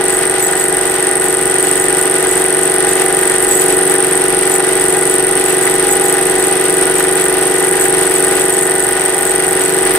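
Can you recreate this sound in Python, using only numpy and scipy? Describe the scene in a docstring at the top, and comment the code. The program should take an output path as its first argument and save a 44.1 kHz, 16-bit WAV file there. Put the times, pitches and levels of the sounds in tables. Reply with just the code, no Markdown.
"""In a small workshop, a benchtop metal lathe runs close by at about 23 turns a second.
Four drive knocks a turn sum as harmonics of the spindle; gear and motor tones are modulated sines.
Bearings, rattle, loose parts and dry friction are filtered noise, mostly in step with the spindle's angle.
Three high spots rub and squeak on every turn as short tone and noise bursts, with a rasp now and then.
The steel sings thinly in swells, as noise through narrow resonances."""
import sys
import numpy as np
from scipy import signal
from scipy.fft import rfft, irfft, next_fast_len
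from scipy.io import wavfile
from scipy.ndimage import uniform_filter1d

SR = 44100
rng = np.random.default_rng(int(sys.argv[2]) if len(sys.argv) > 2 else 0)


def int16_out(signal):
    """Quantize to a 16-bit WAV file."""
    q = np.round(np.clip(np.atleast_2d(signal).T, -1, 1) * 32767)
    wavfile.write(sys.argv[1], SR, q.astype(np.int16))


N = 440118
TURN_HZ = 23.337  # mean spindle speed

# load on the drive, as the level of its hum: (time [s], level [dB])
DRIVE_LOAD = [(0.0, -17), (0.44, -18.5), (3.08, -16), (3.39, -17), (3.72, -14.5), (4.03, -16),
              (8.23, -15.5), (9.15, -19), (9.9, -15.5), (9.98, -15.5)]
# high spots on the spinning metal: (place on the turn [turns], chance of barely touching [0-1])
RUB_SPOTS = [(.262, 0), (.436, .14), (.943, .02)]


def amp(db):
    """Level definition: decibels to amplitude gain."""
    return 10 ** (np.asarray(db) / 20)


def unit(x):
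    """Power normalization: scale to rms 1."""
    return x / np.sqrt(np.mean(x ** 2) + 1e-20)


def along(points, hz):
    """Logarithmic frequency scale: interpolate (frequency [Hz], value) points on it."""
    f, v = np.transpose(points)
    return np.interp(np.log(hz + 1), np.log(f + 1), v)


def curves(rows):
    """Linear interpolation in time: one curve for each column after the time."""
    s, *cols = np.transpose(rows)
    return [np.interp(np.arange(N) / SR, s, c) for c in cols]


def wobble(rate):
    """Band-limited random modulation: a smooth curve through rate knots a second."""
    knots = rng.standard_normal(int(N * rate / SR) + 4)
    fine = signal.resample_poly(knots, 10, 1)
    return np.interp(np.arange(N) * rate / SR * 10, np.arange(len(fine)), fine)


def filtered(x, response):
    """Linear filtering: multiply the spectrum by a response of frequency."""
    m = next_fast_len(N + SR // 2)
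    hz = np.fft.rfftfreq(m, 1 / SR)
    return irfft(rfft(x, m) * response(hz), m)[..., :N]


def resonances(modes, hz):
    """Modal superposition: peaks (frequency [Hz], half width at half gain [Hz], level [dB])."""
    return sum(amp(db) / (1 + ((hz - centre) / width) ** 2) for centre, width, db in modes)


def noise(colour):
    """Interchannel coherence: mid and side noises mix to stereo noise of rms 1, left channel leading."""
    # left-right likeness: (frequency [Hz], correlation before the delay [0-1])
    likeness = [(40, 0.26), (350, 1), (800, 0.36), (1500, 0.72), (2500, 0.48), (5000, 0.16), (15000, 0.2)]
    left_lead_s = .0001  # the left microphone is nearer

    def response(hz):
        angle = np.arccos(np.clip(along(likeness, hz), -1, 1)) / 2
        return colour(hz) * np.array([np.cos(angle), np.sin(angle)])

    mid, side = filtered(rng.standard_normal((2, N)), response)
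    return unit(np.array([mid + side, np.roll(mid - side, round(left_lead_s * SR))]))


def spindle():
    """Angular kinematics: turns completed, slightly ahead of or behind the mean speed."""
    # departure from the mean speed: (time [s], lead [turns])
    lead = [(0.0, -0.016), (0.7, -0.029), (1.3, -0.054), (1.8, -0.058), (2.8, -0.043), (4.0, -0.033),
            (5.0, -0.039), (7.6, -0.069), (8.0, -0.053), (8.6, -0.042), (9.2, -0.017), (9.98, -0.004)]
    return TURN_HZ * np.arange(N) / SR + curves(lead)[0]


def load():
    """Load on the drive, in dB above an ordinary load; it governs bearing level and squeak brightness."""
    usual_db = -16.5  # the hum under an ordinary load
    return curves(DRIVE_LOAD)[0] - usual_db


def drive(turns, level_db=0, shake_db=0.38, left_db=1.55, left_lead=0.0041):
    """Fourier series of periodic forcing: four uneven knocks a turn ring the housing, so the hum throbs."""
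    # the drive's knocks: (place on the turn [turns], level [dB])
    blows = [(.08, 0), (.275, -4), (.516, -5), (.839, -6.5)]
    # the housing's answer: (multiple of the turn rate, relative level [dB])
    housing = [(1, -56.7), (2, -51.3), (3, -58.9), (4, -57.2), (5, -54.3), (6, -41.9), (7, -37.8),
               (8, -39.6), (9, -57.5), (10, -56.9), (11, -53.8), (12, -32.0), (13, -35.9), (14, -33.0),
               (15, -27.4), (16, -18.4), (17, -47.8), (18, -27.1), (19, -31.6), (20, -26.8), (21, -34.4),
               (22, -39.9)]
    place = np.linspace(0, 1, 2048)
    ring = 0
    for multiple, db in housing:
        push = sum(amp(size_db) * np.exp(2j * np.pi * multiple * (place - at)) for at, size_db in blows)
        ring = ring + amp(db) * np.cos(np.angle(push))  # knocks set the timing, the housing the size
    ring = unit(ring)
    pair = []
    for side in (1, -1):  # left, right
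        shifted = (turns + side * left_lead / 2) % 1  # left_lead in turns
        pair.append(amp(side * left_db / 2) * np.interp(shifted, place, ring))
    return np.array(pair) * amp(curves(DRIVE_LOAD)[0] + level_db + shake_db * wobble(22))


def gears(turns, level_db=-.5, flutter_db=0.93, backlash=0.29):
    """Phase-locked tooth-mesh tones: play in the teeth makes each flutter in level and phase."""
    # gear lines: (multiple of the turn rate, relative level [dB], left-right [dB], left lead [rad])
    gear_lines = [(23, -41.2, 11.6, -0.1), (24, -35.7, 4.1, 2.3), (25, -36.5, 9.2, -2.0),
                  (28, -31.8, 2.0, 0.1), (29, -43.1, 0.9, -1.3), (30, -38.2, -4.2, 0.3),
                  (31, -40.2, -0.7, -1.4), (32, -38.7, 2.1, -1.3), (34, -36.8, -3.4, -1.3),
                  (35, -42.7, -3.3, 0.7), (36, -36.7, -8.1, 0.1), (40, -40.3, 0.2, 0.3),
                  (41, -39.7, -3.7, 0.2), (53, -40.6, -1.1, 0.6), (60, -43.3, 5.2, 0.3),
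                  (61, -39.9, -3.8, -0.9), (63, -32.6, 0.2, -0.1), (64, -41.0, -2.8, -0.6),
                  (65, -43.5, -3.1, 0.5), (78, -42.4, 0.4, 0.1), (79, -38.2, -1.4, -0.1),
                  (81, -41.2, -7.5, -2.0), (83, -43.7, -7.5, 1.3), (84, -36.2, -12.2, 0.3),
                  (85, -36.9, -8.8, 0.2), (88, -42.6, -1.8, -0.2)]
    out = np.zeros((2, N))
    sides = np.array([[.5], [-.5]])
    for multiple, db, left_db, lead in gear_lines:
        phase = 2 * np.pi * (multiple * turns + rng.random()) + backlash * wobble(9)
        size = amp(db + flutter_db * wobble(6)) * amp(sides * left_db)
        out += size * np.sin(phase + sides * lead)
    return np.sqrt(2) * amp(level_db) * out


def motor(level_db=0, flutter_db=2, drift=0.56):
    """Beating of tones unrelated to the spindle: motor and belt waver and beat against the gears."""
    # motor and belt: (frequency [Hz], level before flutter [dB rms])
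    motor_tones = [(44.7, -46.5), (83.7, -50), (131, -50.5), (167.5, -49), (249.5, -49), (759, -40),
                   (782, -41.5), (804.5, -31.5), (1213, -47.5), (1843, -45)]
    t = np.arange(N) / SR
    total = 0
    for hz, db in motor_tones:
        phase = 2 * np.pi * (hz * t + rng.random()) + drift * wobble(5)  # drift in radians
        total = total + amp(db + flutter_db * wobble(10)) * np.sin(phase)
    return np.sqrt(2) * amp(level_db) * total


def worn_teeth(turns):
    """Cyclic repetition: the same roughness of the teeth comes round on every turn."""
    count = int(SR / TURN_HZ)
    shared, own = rng.standard_normal(count), rng.standard_normal((2, count))
    place = np.arange(count) / count
    pair = np.array([np.interp(turns % 1, place, shared + side / 2) for side in own])
    # (frequency [Hz], level [dB])
    colour = [(500, -40), (850, -3), (1200, 0), (2000, -2), (2200, -9), (3200, -10), (5000, -22)]
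    return unit(filtered(pair, lambda hz: amp(along(colour, hz))))


def bearings(turns, rush_db=0, teeth_db=-7, frame_db=-4, surge_db=0.95, heavy_place=0.35,
             grain_db=3.0, rumble_db=-41):
    """Amplitude modulation: rolling noise, tooth rattle and frame modes surge at the turn's heavy part."""
    # bearing rush, then low rumble: (frequency [Hz], relative level [dB])
    rush_colour = [(150, -36), (290, 3), (600, -0.5), (1100, -2), (2000, -2), (2250, -2.5), (3200, -3),
                   (4200, -8), (6200, -10), (7200, -22), (9000, -3.5), (10600, -10.5), (12600, -19),
                   (15700, -31)]
    rumble_colour = [(10, -15), (28, -5), (42, -5), (62, -8), (82, -3), (105, -3), (150, 5.5), (210, 0),
                     (400, -32), (900, -70)]
    # frame and motor resonances: (frequency [Hz], half width [Hz], relative level [dB])
    frame_modes = [(762, 65, -1.5), (810, 15, -3.5), (1468, 24, -5.5), (1616, 36, -3), (1809, 30, -1.5),
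                   (2020, 130, -17.5)]
    usual_db, growth = -22.5, 0.49  # gain at an ordinary load; dB more for each dB of load
    surge = surge_db * np.cos(2 * np.pi * (turns - heavy_place))
    rush = amp(rush_db + 1.4 * wobble(25)) * noise(lambda hz: amp(along(rush_colour, hz)))
    frame = amp(frame_db + 1.1 * wobble(10)) * noise(lambda hz: resonances(frame_modes, hz))
    rattle = amp(grain_db * wobble(160)) * (frame + amp(teeth_db) * worn_teeth(turns))
    rumble = amp(rumble_db) * noise(lambda hz: amp(along(rumble_colour, hz)))
    return amp(usual_db + growth * load() + surge) * (rush + rattle) + rumble


def squeaks(turns, level_db=0, miss_db=6, scrape_db=-22, linger=1.17):
    """Friction-excited modes: each high spot swells fast and fades more slowly as it wipes past."""
    # level of each of the three high spots: (time [s], first [dB], second [dB], third [dB])
    rub_levels = [(0.0, -7.5, -6, -5), (0.8, -9, -8, -4.5), (1.7, -7.5, -7, -3.5), (3.0, -12, -3.5, -5.5),
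                  (4.3, -9, -5, -4), (6.4, -6, -9.5, -6.3), (8.3, -7, -5.5, -6.5), (9.98, -8.5, -6.5, -9)]
    # modes a rub excites: (frequency [Hz], level [dB], delay [s], half length [s],
    # phase between the microphones [rad])
    squeak_modes = [(1580, -20.5, .0008, 0.00064, .3), (1876, -16, .001, 0.001, 0.37),
                    (7890, -12.5, -.0008, 0.0007, 1.6), (8390, -7.5, -.0001, .001, 0.53),
                    (8752, -2, -.0002, 0.0012, 0.54), (9150, -4, -.0009, 0.00051, 1.47),
                    (9780, -4.5, -.0006, 0.001, 1.4), (11400, -18, -.0005, 0.0012, 2.05),
                    (12930, -22, 0, 0.0012, 2.1)]
    scatter_db, detune = 1., .005  # one rub is much like the next; detune is a fraction of frequency
    slip, stray = .8, .4  # random phase of each mode, and of each microphone's path [rad]
    bite_db_per_khz = 1.4  # brightening for each dB of load
    out = np.zeros((2, N + SR))
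    half = SR // 130
    t = np.arange(-half, half) / SR
    sides = np.array([.5, -.5])[:, None, None]
    bite = bite_db_per_khz * load()

    def swell(delay, width):
        """Asymmetric Gaussian envelope, longer after its peak."""
        spread = width * np.where(t > delay, linger, 1 / linger)
        return np.exp(-.5 * ((t - delay) / spread) ** 2)

    for (place, miss), rub_db in zip(RUB_SPOTS, curves(rub_levels)):
        passes = np.arange(int(N / SR * TURN_HZ) + 1) + place
        at = np.interp(passes, turns, np.arange(N)).astype(int)  # sample of each pass
        at = at[at < N - 1]
        shape = (len(at), 1)
        scrape_size = amp(scrape_db + 2 * rng.standard_normal(shape))
        bursts = scrape_size * swell(-0.00072, 0.0032) * rng.standard_normal((2, len(at), len(t)))
        start = rng.random(shape)
        for hz, db, delay, width, apart in squeak_modes:
            tuned_hz = hz * (1 + detune * rng.standard_normal(shape))
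            phase = 2 * np.pi * (tuned_hz * (t - delay) + start) + slip * rng.standard_normal(shape)
            # each microphone hears its own mix of paths
            paths = sides * apart + stray * rng.standard_normal((2, *shape))
            tilt_db = bite[at, None] * np.clip((hz - 8730) / 1000, -.5, 1)
            size = amp(db + tilt_db + rng.standard_normal(shape))
            bursts += size * swell(delay, width) * np.sin(phase + paths)
        barely = rng.random(shape) < miss
        size_db = rub_db[at, None] + scatter_db * rng.standard_normal(shape) - miss_db * barely
        out[:, at[:, None] + np.arange(len(t))] += amp(size_db + level_db) * bursts
    return out[:, half:half + N]


def scrapes(level_db=-3, length_s=0.011):
    """Transient broadband friction: now and then the contact catches and gives a short rasp."""
    # harsher catches of the metal: (time [s], relative peak [dB])
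    catches = [(0.172, -19), (0.688, -18), (1.244, -16), (2.403, -18), (2.572, -22), (2.745, -19),
               (3.43, -12), (3.773, -17), (4.824, -20), (5.399, -17)]
    t = np.arange(N) / SR
    envelope = sum(amp(db) * np.exp(-.5 * ((t - s) / length_s) ** 2) for s, db in catches)
    # (frequency [Hz], level [dB])
    colour = [(6500, -30), (7700, -2), (9600, 0), (10800, -6), (12200, -7), (15000, -20)]
    return amp(level_db) * envelope * noise(lambda hz: amp(along(colour, hz)))


def singing(level_db=2):
    """Self-sustained vibration: light friction keeps narrow modes simmering; they swell, hold and fade."""
    # the steel's narrow modes: (frequency [Hz], half width [Hz], relative level [dB])
    steel_modes = [(6810, 70, -12), (7890, 42, 0), (8010, 50, -8), (12170, 90, -10), (13035, 35, -20)]
    # the steel breaks into song: (time of the peak [s], relative peak [dB], hold [s])
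    song = [(0.128, -23, .02), (.45, -18.5, 0.052), (.61, -21, .05), (1.27, -24, .03), (2.313, -21, .02),
            (2.64, -23, .02), (2.91, -21, .02), (3.532, -15.5, 0.055), (3.607, -17.5, .02),
            (3.916, -22, .02), (4.17, -24, .02), (4.54, -19.5, .03), (5.12, -23, .05), (5.64, -21, .02),
            (5.923, -17.5, .03), (6.05, -22, .02), (6.466, -23, .06), (6.98, -21, .02), (7.83, -18, .03),
            (8.17, -21, .02), (8.537, -22, .03), (9.285, -22, .05), (9.63, -19, .02)]
    rise_s, fall_s = .025, 0.025  # time constants of a swell
    simmer_db, swing_db, swing_rate = -29.5, 3.5, 12  # between swells: level, random swing, knots a second
    t = np.arange(N) / SR
    ring = noise(lambda hz: resonances(steel_modes, hz))
    power = np.abs(uniform_filter1d(np.mean(ring ** 2, axis=0), SR // 20))
    even = ring / np.sqrt(power + 1e-6)  # self-sustained, so steady in size
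    size = amp(simmer_db + swing_db * wobble(swing_rate))
    for s, db, hold in song:
        before = np.maximum(s - hold / 2 - t, 0)
        after = np.maximum(t - s - hold / 2, 0)
        size = np.maximum(size, amp(db) * np.exp(-before / rise_s - after / fall_s))
    return amp(level_db) * size * even


def chatter(turns, level_db=-33, rate=45, size_db=3.0, ring_s=0.0037, bunching=0.5):
    """Random impacts with exponential decay: loose parts tick, strongest near the first high spot."""
    count = int(rate * N / SR)  # rate in ticks a second
    sizes = amp(size_db * np.minimum(rng.exponential(size=count), 3.5))
    ticks = np.bincount(rng.integers(0, N, count), sizes, N)
    shaken = ticks * (1 + bunching * np.cos(2 * np.pi * (turns - RUB_SPOTS[0][0])))
    energy = signal.lfilter([1], [1, -np.exp(-2 / (ring_s * SR))], shaken ** 2)
    # (frequency [Hz], level [dB])
    colour = [(700, -18), (1400, 0.5), (2000, 7.0), (3200, -17), (4500, -19), (8000, -35)]
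    return amp(level_db) * unit(np.sqrt(energy) * noise(lambda hz: amp(along(colour, hz))))


def fizz(turns, swing_db=3.5, swing_rate=30, press_db=7, press_turns=.06):
    """Dry-friction noise: it grows steadily, and is harder while a high spot presses past."""
    # modes under the fizz: (frequency [Hz], half width [Hz], relative level [dB])
    fizz_modes = [(11200, 200, -7), (12720, 110, 0), (14300, 600, -13), (15350, 350, -13)]
    start_db, growth_db_per_s = -48, 1.54
    pressing = 0
    for place, _ in RUB_SPOTS:
        away = (turns - place + .5) % 1 - .5  # turns from the high spot
        pressing = pressing + np.exp(-.5 * (away / press_turns) ** 2)
    level_db = start_db + growth_db_per_s * np.arange(N) / SR
    level_db = level_db + swing_db * wobble(swing_rate) + press_db * (pressing - pressing.mean())
    return amp(level_db) * noise(lambda hz: resonances(fizz_modes, hz))


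def shop(x):
    """Diffuse reverberation: convolution with noise decaying by 60 dB in a time set by frequency."""
    # reverberation time: (frequency [Hz], t60 [s])
    t60 = [(200, 0.23), (3000, 0.059), (9000, 0.21), (15000, 0.021)]
    hz, t, z = signal.stft(rng.standard_normal((2, SR // 3)), SR, nperseg=256)
    decay = amp(-60 * t / along(t60, hz)[:, None])
    tail = signal.istft(z * decay, SR, nperseg=256)[1]
    return signal.fftconvolve(x, tail / np.linalg.norm(tail[0]), axes=1)[:, :N]


def scene():
    """Superposition of sources: nearly everything follows the spindle's angle."""
    room_db = -12.5  # close by, so the squeaks stay apart
    turns = spindle()
    rubs = squeaks(turns) + scrapes()
    machine = drive(turns) + gears(turns) + motor() + bearings(turns) + chatter(turns)
    return machine + rubs + amp(room_db) * shop(rubs) + singing() + fizz(turns)


def record(dry):
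    """Soft saturation and band limiting: round off the highest peaks, then drop all above the limit."""
    top_hz = 15750
    rounded = dry / (1 + np.abs(dry) ** 10) ** (1 / 10)
    return filtered(rounded, lambda hz: hz < top_hz)


dry = scene()
out = record(dry)
int16_out(out)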